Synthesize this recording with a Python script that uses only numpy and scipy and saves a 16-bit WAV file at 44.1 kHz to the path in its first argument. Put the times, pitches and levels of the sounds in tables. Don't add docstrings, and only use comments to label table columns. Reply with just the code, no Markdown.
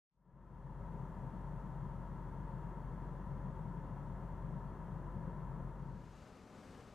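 import sys
import numpy as np
from scipy import signal
from scipy.fft import rfft, irfft
from scipy.io import wavfile
from scipy.ndimage import map_coordinates

SR = 44100
rng = np.random.default_rng(int(sys.argv[2]) if len(sys.argv) > 2 else 0)


def transcribe(signal):
    frames = np.atleast_2d(signal).T
    limited = np.clip(frames, -1, 1)
    pcm = np.round(limited * 32767).astype(np.int16)
    wavfile.write(sys.argv[1], SR, pcm)


N = 306054
TIME, FREQS = np.arange(N) / SR, np.fft.rfftfreq(N, 1 / SR)
IDLE_HZ, FIRINGS_PER_TURN = 15.16, 3

# pitch_hz, left_minus_right_db
CABIN_BALANCE = [(45, 2.5), (130, 6), (235, 4.5), (275, -2), (370, -0.5), (540, -0.5), (720, 3), (900, 6),
                 (1300, 6.5), (1550, -1.5), (1950, -1), (2400, -2.5), (2750, 0.5), (4000, -4)]
# pitch_hz, likeness (1 = the same)
CABIN_LIKENESS = [(130, .998), (280, .96), (600, .985), (1000, .996), (2500, .996)]
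# pitch_hz, left_minus_right_db
OUTDOOR_BALANCE = [(60, 3.0), (110, 4.0), (200, 3.7), (380, 3.0), (700, 5.8), (1290, 5.2), (2380, 5.5),
                   (4390, 2.2), (8110, 1.0), (15000, 0.5)]


def gain_of(db):
    return 10 ** (np.asarray(db) / 20)


def look_up(table, pitch_hz=FREQS):
    table_hz, values = np.transpose(table)
    return np.interp(np.log(pitch_hz + 1), np.log(table_hz + 1), values)


def side_gains(balance_db):
    pair = gain_of(np.array([balance_db, -balance_db]) / 2)
    return pair / pair.mean(0)


def drift(rate_hz):
    keep_slow = np.exp(-(FREQS / rate_hz) ** 2) * (FREQS > 0)
    wander = irfft(rfft(rng.standard_normal(N)) * keep_slow, N)
    return wander / wander.std()


def ripple(width_hz):
    heights = rng.standard_normal(4096)
    return map_coordinates(heights, [FREQS / max(width_hz, 10)], order=3, mode="wrap")


def stereo_noise(level_db_per_hz, likeness, balance_db):
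    shared, apart = rfft(rng.standard_normal((2, N))) * np.sqrt(SR / 2)
    mid = shared * np.sqrt((1 + likeness) / 2)
    side = apart * np.sqrt((1 - likeness) / 2)
    left_right = np.array([mid + side, mid - side])
    return irfft(left_right * gain_of(level_db_per_hz) * side_gains(balance_db), N)


def fade(start_s, length_s):
    return np.sin(np.pi / 2 * np.clip((TIME - start_s) / length_s, 0, 1)) ** 2


def engine_hum(turns, waver=0.09, jitter_radians=0.057):
    # cycles_per_turn, level_db
    tones = [(1.5, -72), (2, -71.5), (3, -50), (6, -67), (9, -56.5), (11, -67.5)]
    shaft_angle = 2 * np.pi * turns + jitter_radians * drift(4.0)
    hum = np.zeros((2, N))
    for cycles_per_turn, level_db in tones:
        tone = np.sqrt(2) * np.sin(cycles_per_turn * shaft_angle + 2 * np.pi * rng.random())
        pan = side_gains(look_up(CABIN_BALANCE, cycles_per_turn * IDLE_HZ))
        hum += pan[:, None] * gain_of(level_db) * tone * (1 + waver * drift(5.0))
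    return hum


def cabin_boom(firing, throb=0.09, lump_db=0.75):
    # pitch_hz, level_db_per_hz
    boom_levels = [(12, -99.5), (33, -83.5), (52, -72.5), (72, -74), (88, -72.5), (103, -74.5), (135, -66),
                   (168, -66.5), (205, -73), (255, -86.5), (400, -105), (900, -140)]
    boom = stereo_noise(look_up(boom_levels), look_up(CABIN_LIKENESS), look_up(CABIN_BALANCE))
    return boom * (1 + throb * firing) * gain_of(lump_db * drift(21.0))


def fan_and_belt_rush(firing, throb=0.045, swell_db=-0.01, ripple_db=0.77):
    # pitch_hz, level_db_per_hz
    rush_levels = [(60, -105), (270, -83), (460, -87.5), (650, -87.5), (830, -90), (1150, -91), (1500, -97),
                   (1850, -102), (2100, -107), (2330, -116), (3400, -118), (4700, -131), (12000, -145)]
    # pitch_hz, width_hz, lift_db
    panels = [(380, 94, 3), (545, 62, 5), (926.6, 118, 10), (1023, 75, 6), (1318, 81, 4), (1697, 160, 3.5),
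              (1926, 70, 3), (2130, 80, 3), (2470, 80, 4.5), (2745, 130, 4.5), (3280, 180, 3),
              (3920, 90, 1), (4440, 240, 8)]
    ringing_db = sum(lift_db / (1 + (2 * (FREQS - pitch_hz) / width_hz) ** 4)
                     for pitch_hz, width_hz, lift_db in panels)
    ripple_depth = FREQS / (FREQS + 1500)
    colour_db = look_up(rush_levels) + ringing_db + ripple_db * ripple_depth * ripple(width_hz=35)
    rush = stereo_noise(colour_db, look_up(CABIN_LIKENESS), look_up(CABIN_BALANCE))
    return rush * (1 + throb * firing) * gain_of(swell_db * drift(2.6))


def microphone_hiss():
    # pitch_hz, level_db_per_hz
    hiss_levels = [(1000, -126), (4700, -126), (6000, -121.5), (7500, -124), (11000, -126), (14000, -129),
                   (15000, -133)]
    return stereo_noise(look_up(hiss_levels), likeness=0.16, balance_db=np.zeros(len(FREQS)))


def wind(gust_db=0.74, rustle_db=0.54):
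    # pitch_hz, level_db_per_hz
    wind_levels = [(15, -99), (35, -83.5), (85, -79), (120, -84.5), (220, -82.5), (320, -88.5), (410, -86),
                   (750, -93), (1250, -94), (2000, -103), (3500, -108.5), (6300, -112), (8300, -116),
                   (9700, -120), (15000, -128.5)]
    # pitch_hz, likeness (1 = the same)
    wind_likeness = [(100, .99), (3000, 1), (7000, .7), (14000, 0.26)]
    colour_db = look_up(wind_levels) + ripple(width_hz=40)
    air = stereo_noise(colour_db, look_up(wind_likeness), look_up(OUTDOOR_BALANCE))
    return air * gain_of(gust_db * drift(2.8) + rustle_db * drift(70.0))


def high_rings(likeness=0.7):
    # loudest_at_s, length_s, pitch_hz, width_hz, level_db_per_hz
    rings = [(6.16, 0.26, 6740, 110, -104), (6.7, .6, 7950, 380, -113)]
    ringing = np.zeros((2, N))
    for loudest_at_s, length_s, pitch_hz, width_hz, level_db_per_hz in rings:
        band_db = level_db_per_hz - 20 * np.log10(1 + (2 * (FREQS - pitch_hz) / width_hz) ** 2)
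        swell = np.exp(-(2 * (TIME - loudest_at_s) / length_s) ** 2)
        ringing += stereo_noise(band_db, likeness, look_up(OUTDOOR_BALANCE)) * swell
    return ringing


def scene(speed_wander=0.00795, machine_db=-0.2, surge_db=0.13):
    surge = drift(rate_hz=0.94)
    turns = np.cumsum(IDLE_HZ * (1 + speed_wander * surge)) / SR
    firing = np.cos(2 * np.pi * FIRINGS_PER_TURN * turns)
    machine = cabin_boom(firing) + fan_and_belt_rush(firing)
    machine *= gain_of(machine_db + surge_db * surge)
    car = engine_hum(turns) + machine + microphone_hiss()
    car *= fade(start_s=0.073, length_s=1.074)
    car *= 1 - fade(start_s=5.596, length_s=0.8)
    outdoors = (wind() + high_rings()) * fade(start_s=5.583, length_s=0.79)
    return car + outdoors


def record(dry):
    low_pass = signal.firwin(511, 14900, window=("kaiser", 9), fs=SR)
    return signal.oaconvolve(dry, low_pass[None], "same")


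dry = scene()
out = record(dry)
transcribe(out)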